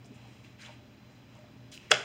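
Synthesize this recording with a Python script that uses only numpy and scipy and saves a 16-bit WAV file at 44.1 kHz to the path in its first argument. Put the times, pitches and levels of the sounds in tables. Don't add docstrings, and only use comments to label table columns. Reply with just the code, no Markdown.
import sys
import numpy as np
from scipy import signal
from scipy.fft import rfft, irfft, next_fast_len
from scipy.io import wavfile
from scipy.ndimage import uniform_filter1d, map_coordinates

SR = 44100
rng = np.random.default_rng(int(sys.argv[2]) if len(sys.argv) > 2 else 0)


def ratio_of_db(decibels):
    return 10 ** (np.asarray(decibels, float) / 20)


def store_pcm(level_fs):
    pcm = np.round(np.clip(level_fs, -1, 1) * 32767).astype(np.int16)
    wavfile.write(sys.argv[1], SR, np.atleast_2d(pcm).T)


N = 90184

# (frequency [Hz], density [dB per Hz])
DUCT_SPECTRUM = [(21, -102), (35, -10), (122, 1), (145, -6.5), (264, -7), (438, -16), (613, -21),
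                 (4000, -27), (11000, -52.5), (14300, -148), (22000, -120)]
# (frequency [Hz], level [dB], unsteadiness [ratio])
HUM_LINES = [(120, -55.5, .2), (212, -62, .2), (264, -64, .3), (600, -77, .5)]
# (time [s], peak level [dB], pitch [Hz])
FOOTFALLS = [
    (.048, -54, 690),
    (.116, -49, 406),
    (.255, -53.5, 800),
    (.46, -74, 244.5),
    (.665, -54, 800),
    (1.385, -50, 608),
    (1.44, -54, 670),
]
# (start [s], length [s], level [dB], centre [Hz])
CLOTH_STROKES = [(0.048, 0.027, -67.5, 6500), (0.137, 0.039, -71.5, 6450), (.07, 0.48, -66.5, 2700),
                 (0.205, 0.41, -77.5, 5800), (0.622, 0.043, -55.5, 1770), (0.436, 0.051, -60, 2500),
                 (0.578, 0.097, -57, 2270), (0.596, 0.075, -62.5, 5370), (.645, 0.05, -54.5, 2800),
                 (0.685, 0.092, -60.5, 2500), (1.082, 0.11, -78, 5000), (1.291, 0.17, -70, 2540),
                 (1.715, 0.017, -57.5, 5880), (1.736, .025, -60.5, 6100), (1.714, 0.058, -52, 3230),
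                 (1.758, .025, -67, 6250), (1.786, 0.16, -62, 2600), (1.894, 0.048, -50, 2040),
                 (1.906, 0.014, -42, 6000), (.6, .04, -79, 14000), (1.722, 0.057, -60, 14100),
                 (1.907, 0.014, -36.5, 2100), (0.117, 0.28, -69, 800), (0.659, 0.057, -57.5, 920),
                 (1.347, 0.046, -63.5, 890), (1.926, .008, -46, 14300)]
# (time [s], peak level [dB], pitch [Hz])
CREASE_TICKS = [(.046, -42.5, 5000), (.056, -63, 6600), (1.353, -46, 7000), (1.367, -58, 7500),
                (1.371, -54, 8500), (1.391, -49.5, 7260), (1.741, -36, 6860), (1.7405, -62, 13700),
                (1.7755, -38, 5000), (1.7765, -28.5, 2830), (1.801, -50, 2740)]
# (time [s], peak level [dB], pitch [Hz])
AIR_POCKETS = [(.1, -46, 256.5), (.615, -45, 4000), (.622, -43, 4530), (.649, -42.5, 2900),
               (.662, -40.5, 3450), (.69, -51.5, 594), (1.908, -25, 448), (1.915, -43.5, 127),
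               (1.915, -39.5, 184), (1.918, -26, 619), (1.919, -27, 762)]
# (time [s], peak level [dB], pitch [Hz])
SNAP_CREASES = [(1.9117, -17, 458.4), (1.9135, -15, 6300), (1.9152, -6.5, 5130), (1.9148, -10, 6820),
                (1.9169, -24, 6700), (1.9156, -5.5, 3230), (1.9155, -3.5, 1519), (1.9164, -6, 2136),
                (1.9172, -10.5, 2676), (1.9174, -5, 3230), (1.9174, -15.5, 1612), (1.919, -7.5, 4810),
                (1.9198, -4, 3320), (1.9212, -21.5, 760), (1.9206, -13.5, 1320)]
# (delay [s], level [dB])
WALL_ECHOES = [(.0098, -17), (0.016, -29), (.0202, -53), (.0248, -13.5), (.029, -40), (.035, -21)]
# (frequency [Hz], time to fall 60 dB [s])
HALL_DECAY = [(200, 0.4), (700, .5), (2500, 0.39), (6000, 0.44), (14000, 0.6)]
# (centre [Hz], width [Hz], depth [0-1])
HOUSING_DIPS = [(3680, 250, .92), (4380, 450, .95), (8060, 700, .9), (11760, 1300, .85)]
# (centre [Hz], width [Hz], gain over 1 [ratio])
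HOUSING_RINGS = [(606, 41, 0.87), (800, 77, 0.55), (2500, 340, 0.36), (4090, 250, 0.6), (4980, 500, 0.23),
                 (7000, 280, 0.17), (8700, 1680, 1.78)]
# (frequency [Hz], gain [dB])
MIC_COLOUR = [(100, 0), (7500, 2), (10500, -10.5), (15500, -5)]
# (frequency [Hz], density [dB per Hz])
HISS_SPECTRUM = [(5590, -31), (9500, -44.5), (11500, -29), (14200, -25), (15700, -24)]


def unit(x):
    return x / np.sqrt(np.mean(x ** 2) + 1e-20)


def along(points, hz):
    f, v = np.transpose(points)
    return np.interp(np.log(hz + 1), np.log(f + 1), v)


def wobble(rate):
    knots = rng.standard_normal(int(N * rate / SR) + 4)
    return map_coordinates(knots, [np.arange(N) * rate / SR])


def filtered(x, response):
    lead_in = 2048
    m = next_fast_len(len(x) + 4 * lead_in)
    running = np.pad(x, (lead_in, 0), "reflect")
    y = irfft(rfft(running, m) * response(np.fft.rfftfreq(m, 1 / SR)), m)
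    return y[lead_in:][:len(x)]


def peak(f, centre, width):
    return 1j * f * width / (centre ** 2 - f * f + 1j * f * width)


def duct_noise():
    level_db, patchy_db = -55.5, 0.5
    z = signal.stft(rng.standard_normal(N), nperseg=512)[2]
    field = uniform_filter1d(rng.standard_normal(z.shape), 6, 0)
    field = uniform_filter1d(field, 14, 1)
    patchy = signal.istft(z * ratio_of_db(patchy_db * unit(field)), nperseg=512)[1][:N]
    return ratio_of_db(level_db) * unit(filtered(patchy, lambda f: ratio_of_db(along(DUCT_SPECTRUM, f))))


def mains_hum():
    t = np.arange(N) / SR
    out = np.zeros(N)
    for hz, db, loose in HUM_LINES:
        drift = 1 + loose * (wobble(8.52) + 1j * wobble(9.5))
        out += ratio_of_db(db) * np.real(drift * np.exp(2j * np.pi * hz * t))
    return out


def flaps(rows, cycles):
    rise_cycles, fizz = 1.138, 0.25
    out, t = np.zeros(N + SR), np.arange(SR // 10) / SR
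    for start, db, hz in rows:
        rise = (1 - np.exp(-t * hz / rise_cycles)) ** 2
        fade = ratio_of_db(db - 60 * t * hz / cycles)
        noise = unit(filtered(rng.standard_normal(len(t)), lambda f: peak(f, hz, hz) ** 2))
        tone = np.sin(2 * np.pi * hz * t)
        out[round(start * SR):][:len(t)] += 2 * rise * fade * (tone + fizz * noise)
    return out[:N]


def footfalls():
    return flaps(FOOTFALLS, cycles=18)


def swishes():
    rise, cloth_q = 0.22, 1.1
    grains_per_s, grain_share, spread_db = 600, 0.28, 2
    n = SR // 3
    out = np.zeros(N + SR)
    for start, length, db, hz in CLOTH_STROKES:
        draw = rng.random((n, 2))
        struck = draw[:, 0] < grains_per_s / SR
        size = ratio_of_db(-spread_db * np.log(draw[:, 1] + 0.00083))
        grains = struck * size * np.sign(draw[::-1, 0] - 0.5)
        rub = rng.standard_normal(n) + grain_share * unit(grains)
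        cloth = unit(filtered(rub, lambda f: peak(f, hz, hz / cloth_q) ** 2))
        u = np.arange(n) / SR / length
        stroke = np.clip(u / rise, 0, 1) * np.exp(-np.clip(u - rise, 0, 9) ** 2 * 2)
        out[round(start * SR):][:n] += ratio_of_db(db) * stroke * cloth
    return out[:N]


def crease_ticks():
    return flaps(CREASE_TICKS, cycles=9.6)


def air_pockets():
    return flaps(AIR_POCKETS, cycles=28.3)


def snap_creases():
    return [flaps([crease], cycles=12.2) for crease in SNAP_CREASES]


def hall(x):
    tail_db, tail_delay_s, dull_hz = -7, 0.0066, 5000
    hz, t, z = signal.stft(rng.standard_normal(SR // 2), SR, nperseg=256)
    decay = ratio_of_db(-60 * t / along(HALL_DECAY, hz)[:, None])
    tail = signal.istft(z * decay, SR, nperseg=256)[1]
    tail = ratio_of_db(tail_db) * tail / np.linalg.norm(tail)
    answer = np.pad(tail, (round(tail_delay_s * SR), 0))
    for delay, db in WALL_ECHOES:
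        answer[round(delay * SR)] += ratio_of_db(db)
    return filtered(signal.fftconvolve(x, answer)[:N], lambda f: 1 / (1 + 1j * f / dull_hz))


def scene():
    sources = [footfalls(), swishes(), crease_ticks(), air_pockets()] + snap_creases()
    athlete = sum(source + hall(source) for source in sources)
    return (duct_noise() + mains_hum() + athlete)[None]


def housing_rings(f):
    return 1 + sum(gain * peak(f, hz, width) for hz, width, gain in HOUSING_RINGS)


def housing_dips(f):
    return np.prod([1 - depth * peak(f, hz, width) for hz, width, depth in HOUSING_DIPS], axis=0)


def preamp_hiss():
    return ratio_of_db(-76) * unit(filtered(rng.standard_normal(N), lambda f: ratio_of_db(along(HISS_SPECTRUM, f))))


def low_pass(x):
    return signal.sosfilt(signal.butter(12, 16470, fs=SR, output="sos"), x)


def record(dry):
    low_cut_hz, top_hz = 51, 15780

    def microphone(f):
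        low_cut = 1 / (1 + low_cut_hz / (1j * f + 1e-6)) ** 2
        return ratio_of_db(along(MIC_COLOUR, f)) * housing_rings(f) * low_cut

    heard = filtered(dry[0], microphone) + preamp_hiss()
    mix = filtered(heard, lambda f: housing_dips(f) * (f < top_hz))[None]
    return low_pass(mix)


dry = scene()
out = record(dry)
store_pcm(out)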